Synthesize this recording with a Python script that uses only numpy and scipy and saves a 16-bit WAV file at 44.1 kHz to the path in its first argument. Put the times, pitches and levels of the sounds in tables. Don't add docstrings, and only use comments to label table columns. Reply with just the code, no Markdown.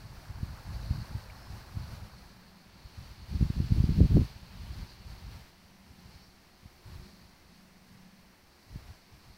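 import sys
import numpy as np
from scipy import signal
from scipy.fft import rfft, irfft, next_fast_len
from scipy.io import wavfile
from scipy.ndimage import uniform_filter1d

SR = 44100
rng = np.random.default_rng(int(sys.argv[2]) if len(sys.argv) > 2 else 0)


def dump(signal):
    limited = np.clip(np.atleast_2d(signal).T, -1, 1)
    pcm = np.round(limited * 32767).astype(np.int16)
    wavfile.write(sys.argv[1], SR, pcm)


N = 413216
TIME = np.arange(N) / SR
FFT_SIZE = next_fast_len(N, True)
BINS_HZ = np.maximum(np.arange(FFT_SIZE // 2 + 1) * SR / FFT_SIZE, 1)


def undb(db):
    return 10 ** (np.asarray(db) / 20)


def unit(x):
    return x / np.sqrt(np.mean(x ** 2))


def curve(table):
    return undb(np.interp(TIME, *np.transpose(table)))


def swells(table, rest_db):
    bells = (undb(db) * np.exp(-((TIME - s) / half_width) ** 2 / 2) for s, db, half_width in table)
    return np.sqrt(undb(rest_db) ** 2 + sum(bell ** 2 for bell in bells))


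def shape(x, gain):
    return unit(irfft(rfft(x, FFT_SIZE) * gain, FFT_SIZE)[:N])


def colour(x, points):
    hz, db = np.transpose(points)
    return shape(x, undb(np.interp(np.log(BINS_HZ), np.log(hz), db)))


def noise_band(hz, width_hz):
    return shape(rng.standard_normal(N), 1 / (1 + ((BINS_HZ - hz) / width_hz * 2) ** 2))


def walk(rate_hz):
    hold = max(int(SR / rate_hz), 1)
    steps = np.repeat(rng.standard_normal(N // hold + 1), hold)
    return unit(uniform_filter1d(steps, hold)[:N])


def add(out, s, sound):
    start = int(np.clip(s * SR, 0, N - 1))
    out[start:start + len(sound)] += sound[:N - start]


def bubble(hz, t60, glide=0.37):
    age = np.arange(int(t60 * SR) + 2) / SR
    phase = 2 * np.pi * hz * age * (1 + glide * age / t60 / 2)
    return np.sin(phase) * np.exp(-np.log(1000) * age / t60)


def babble(low_hz, high_hz, cycles, count):
    out = np.zeros(N)
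    for when, pitch, size in rng.random((count, 3)):
        hz = low_hz * (high_hz / low_hz) ** pitch
        add(out, when * N / SR, (1 + size ** 2) * np.sqrt(hz) * bubble(hz, cycles / hz))
    return unit(out)


# (frequency [Hz], relative level [dB])
RIVER_SPECTRUM = [(25, 19), (70, 18.5), (120, 10), (280, 6.5), (480, 0.5), (780, 1.5), (1400, -3),
                  (2000, -0.5), (2700, -3), (3450, -7), (4350, -5), (5700, -4), (6900, -13), (15000, -13.5)]

def river(level_db=-61, bubbles_db=-15, flicker_db=0.67):
    octaves_hz = 250 * 2. ** np.arange(7)
    wash = sum(undb(flicker_db * walk(12)) * np.sqrt(hz) * noise_band(hz, hz) for hz in octaves_hz)
    water = unit(wash) + undb(bubbles_db) * babble(685, 6160, cycles=45, count=6000)
    return colour(water, RIVER_SPECTRUM) * undb(level_db)


# (frequency [Hz], relative level [dB])
RIFFLE_SPECTRUM = [(200, -3), (480, -5), (700, -2), (900, 0.5), (1200, -1.5), (1650, -1), (2400, -18),
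                   (3500, -30), (7000, -21)]
# (time [s], level [dB])
RIFFLE_FADE = [(0, -63), (.6, -57), (1.9, -59), (2.5, -67), (5, -67.5), (6, -73.5), (9.37, -75)]

def riffle(wash_db=6):
    water = babble(489, 2870, cycles=38, count=5000) + undb(wash_db) * rng.standard_normal(N)
    return colour(water, RIFFLE_SPECTRUM) * curve(RIFFLE_FADE)


# (time [s], level [dB])
LIGHT_AIR = [(0, -47.5), (2, -48), (2.6, -63), (3.1, -51.5), (5, -53.5), (5.6, -64), (6.15, -56.5),
             (6.5, -69), (7.1, -56.5), (7.7, -68), (8.5, -67.5), (9.37, -67)]
# (start [s], length [s], level [dB])
GUSTS = [(0.348, .17, -40.5), (0.674, .16, -39.5), (0.863, 0.16, -37), (1.111, 0.053, -39),
         (1.498, 0.079, -41), (1.75, 0.2, -41.5), (2.98, 0.046, -40.5), (3.32, .14, -31),
         (3.569, 0.076, -28.5), (3.707, 0.262, -28), (3.993, 0.049, -25), (4.116, 0.1, -22),
         (4.555, 0.17, -42.5), (4.79, 0.031, -37.5), (5.082, 0.073, -45), (5.227, 0.18, -44),
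         (5.894, 0.044, -52.5), (6.05, 0.026, -49), (6.651, 0.016, -48.5), (6.868, 0.12, -44),
         (7.92, .04, -53), (8.713, 0.058, -43.5), (8.829, 0.075, -50), (9.131, 0.049, -52),
         (9.272, 0.033, -52.5)]

def gusts(attack_s=.015, release_s=.022):
    power = curve(LIGHT_AIR) ** 2
    for s, length, db in GUSTS:
        early, late = np.maximum(s - TIME, 0), np.maximum(TIME - s - length, 0)
        power += (undb(db) * np.exp(-early / attack_s - late / release_s)) ** 2
    return np.sqrt(power)


def follow_gusts(knee_db, spread_s, lag_s):
    strength = gusts() / undb(knee_db)
    smooth = uniform_filter1d(strength / (1 + strength), int(spread_s * SR))
    return np.interp(TIME - lag_s, TIME, smooth)


# (frequency [Hz], relative level [dB])
HISS_SPECTRUM = [(100, 10), (500, 0), (900, 3.5), (1300, -0.5), (2500, -3), (3400, -7.5), (4300, -1.5),
                 (5700, -6.5), (6900, -14), (15000, -15.5)]

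def swelling_hiss(gain_db=-51.5, flutter_db=1.0):
    strength = follow_gusts(knee_db=-47.5, spread_s=0.16, lag_s=0.03)
    hiss = colour(rng.standard_normal(N), HISS_SPECTRUM)
    return hiss * strength * undb(gain_db + flutter_db * walk(22))


# (frequency [Hz], relative level [dB])
BUFFET_SPECTRUM = [(15, -30), (30, -11.5), (50, 0.5), (78, -1.5), (115, -3.5), (180, -16.5), (260, -25),
                   (380, -40), (700, -78)]
# (frequency [Hz], relative level [dB])
TEARING_SPECTRUM = [(40, -34), (115, 4.5), (175, 3), (310, -12.5), (450, -24), (700, -39.5), (1500, -77)]

def buffeting(gain_db=-1, rough_db=3.5, tear_db=-3, tear_slope=0.57, calm_db=-66,
              dip_depth=0.15, dip_s=.056):
    gust_db = 20 * np.log10(gusts())
    fine_share = np.minimum(undb(tear_db + tear_slope * (gust_db - gust_db.max())), 1)
    coarse = colour(rng.standard_normal(N), BUFFET_SPECTRUM)
    fine = colour(rng.standard_normal(N), TEARING_SPECTRUM)
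    rumble = np.sqrt(1 - fine_share ** 2) * coarse + fine_share * fine
    rumble /= np.sqrt(uniform_filter1d(rumble ** 2, SR // 12) + .05)
    strength = undb(gust_db + gain_db) / (1 + undb(2 * (calm_db - gust_db)))
    near_thump = np.zeros(N)
    for s, _, _ in EDDIES:
        add(near_thump, s - dip_s / 2, np.hanning(int(dip_s * SR)))
    dips = 1 - dip_depth * np.minimum(near_thump, 1)
    return rumble * dips * strength * undb(rough_db * walk(40))


# (time [s], peak level [dB], width [ms])
EDDIES = [(0.432, -23, 2.9), (0.909, -19, 3.6), (1.152, -25.5, 3.3), (1.772, -27, 2.8), (3.411, -18.5, 2.1),
          (3.427, -16, 2.25), (3.503, -19.5, 2.4), (3.603, -16.5, 2.5), (3.722, -13, 2.84),
          (3.776, -17, 3.3), (3.804, -15.5, 3.2), (3.841, -14, 2.27), (3.893, -16.5, 2.3),
          (4.006, -11.5, 1.4), (4.016, -7.5, 2.7), (4.17, -13.5, 1.07), (4.180, -13.5, 1.74),
          (6.658, -39, 2.6), (8.76, -31, 2.6)]

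def eddies(cut_hz=52, suction=0.43, lead_s=.04):
    out = np.zeros(N)
    age = np.arange(-lead_s, 2 * lead_s, 1 / SR)
    bass_cut = signal.butter(2, cut_hz, "high", fs=SR, output="sos")
    for s, db, width_ms in EDDIES:
        across = 2000 * age / width_ms
        pressure = 1 / np.cosh(across) - suction / np.cosh(suction * across)
        bump = signal.sosfilt(bass_cut, pressure)
        add(out, s - lead_s, undb(db) * bump / np.abs(bump).max())
    return out


# (frequency [Hz], relative level [dB])
LEAF_SPECTRUM = [(3000, -37), (3950, -6), (4450, 1), (4900, -6.5), (5400, -14.5), (6500, -20), (9000, -36)]
# (time [s], level [dB], half-width [s])
LEAF_FLURRIES = [(.95, -59, 0.18), (2.25, -67.5, 0.37), (3.0, -65, 0.26), (3.85, -60, .4), (4.85, -63, .25),
                 (6.18, -69, .14), (7.12, -66.5, 0.11)]

def leaves(spread_db=1.5, flutter_db=1.44, stirred_db=-64, rest_db=-74):
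    ticks = (rng.random(N) < .08) * rng.standard_normal(N)
    ticks *= undb(spread_db * np.minimum(rng.exponential(size=N), 4))
    stirred = undb(stirred_db) * follow_gusts(knee_db=-47.5, spread_s=0.37, lag_s=0.06)
    strength = np.hypot(stirred, swells(LEAF_FLURRIES, rest_db))
    return colour(ticks, LEAF_SPECTRUM) * strength * undb(flutter_db * walk(25))


# (time [s], pitch [Hz], peak level [dB], time to fall 60 dB [s])
DROP_BUBBLES = [(1.300, 2210, -42.5, 0.023), (1.306, 2700, -49, 0.017)]

def drop():
    out = np.zeros(N)
    for s, hz, db, t60 in DROP_BUBBLES:
        add(out, s, undb(db) * bubble(hz, t60))
    return out


# (time [s], pitch [Hz], relative level [dB], half-width [s])
FAR_CHIRPS = [(1.443, 5230, -58, .08), (6.24, 5440, -60, .025), (6.264, 4700, -63, .03)]

def chirps(width_hz=280, gain=.5):
    return gain * sum(noise_band(hz, width_hz) * undb(db) * np.exp(-((TIME - s) / half_width) ** 2)
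                      for s, hz, db, half_width in FAR_CHIRPS)


# (time [s], level [dB], half-width [s])
DRONE_SWELLS = [(2.3, -60.5, 0.52), (4.6, -61.5, .7), (6.05, -60, 0.23), (7.1, -58, 0.12), (7.65, -63, 0.2),
                (8.02, -58.5, 0.19)]
# (time [s], level [dB], half-width [s])
HUM_SWELLS = [(5.2, -75.5, 0.53), (6.93, -68.5, 0.22)]

def drone(low_hz=189, hum_hz=361):
    low = noise_band(low_hz, width_hz=45.6) * swells(DRONE_SWELLS, rest_db=-70)
    hum = noise_band(hum_hz, width_hz=14) * swells(HUM_SWELLS, rest_db=-79)
    return low + hum


# (time [s], relative level [dB], half-width [s])
TREETOP_SIGH = [(4.1, -59, 1.15)]

def treetops(hz=2900, width_hz=2600, rest_share=0.38):
    lift = rest_share + (1 - rest_share) * follow_gusts(knee_db=-40, spread_s=0.16, lag_s=.02)
    return noise_band(hz, width_hz) * swells(TREETOP_SIGH, rest_db=-81) * lift


def scene():
    water = river() + riffle() + drop()
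    background = swelling_hiss() + leaves() + drone() + chirps()
    return (water + background + buffeting() + eddies() + treetops())[None]


def record(dry, top_hz=15750):
    return signal.sosfilt(signal.ellip(12, .1, 80, top_hz, fs=SR, output="sos"), dry)


dry = scene()
out = record(dry)
dump(out)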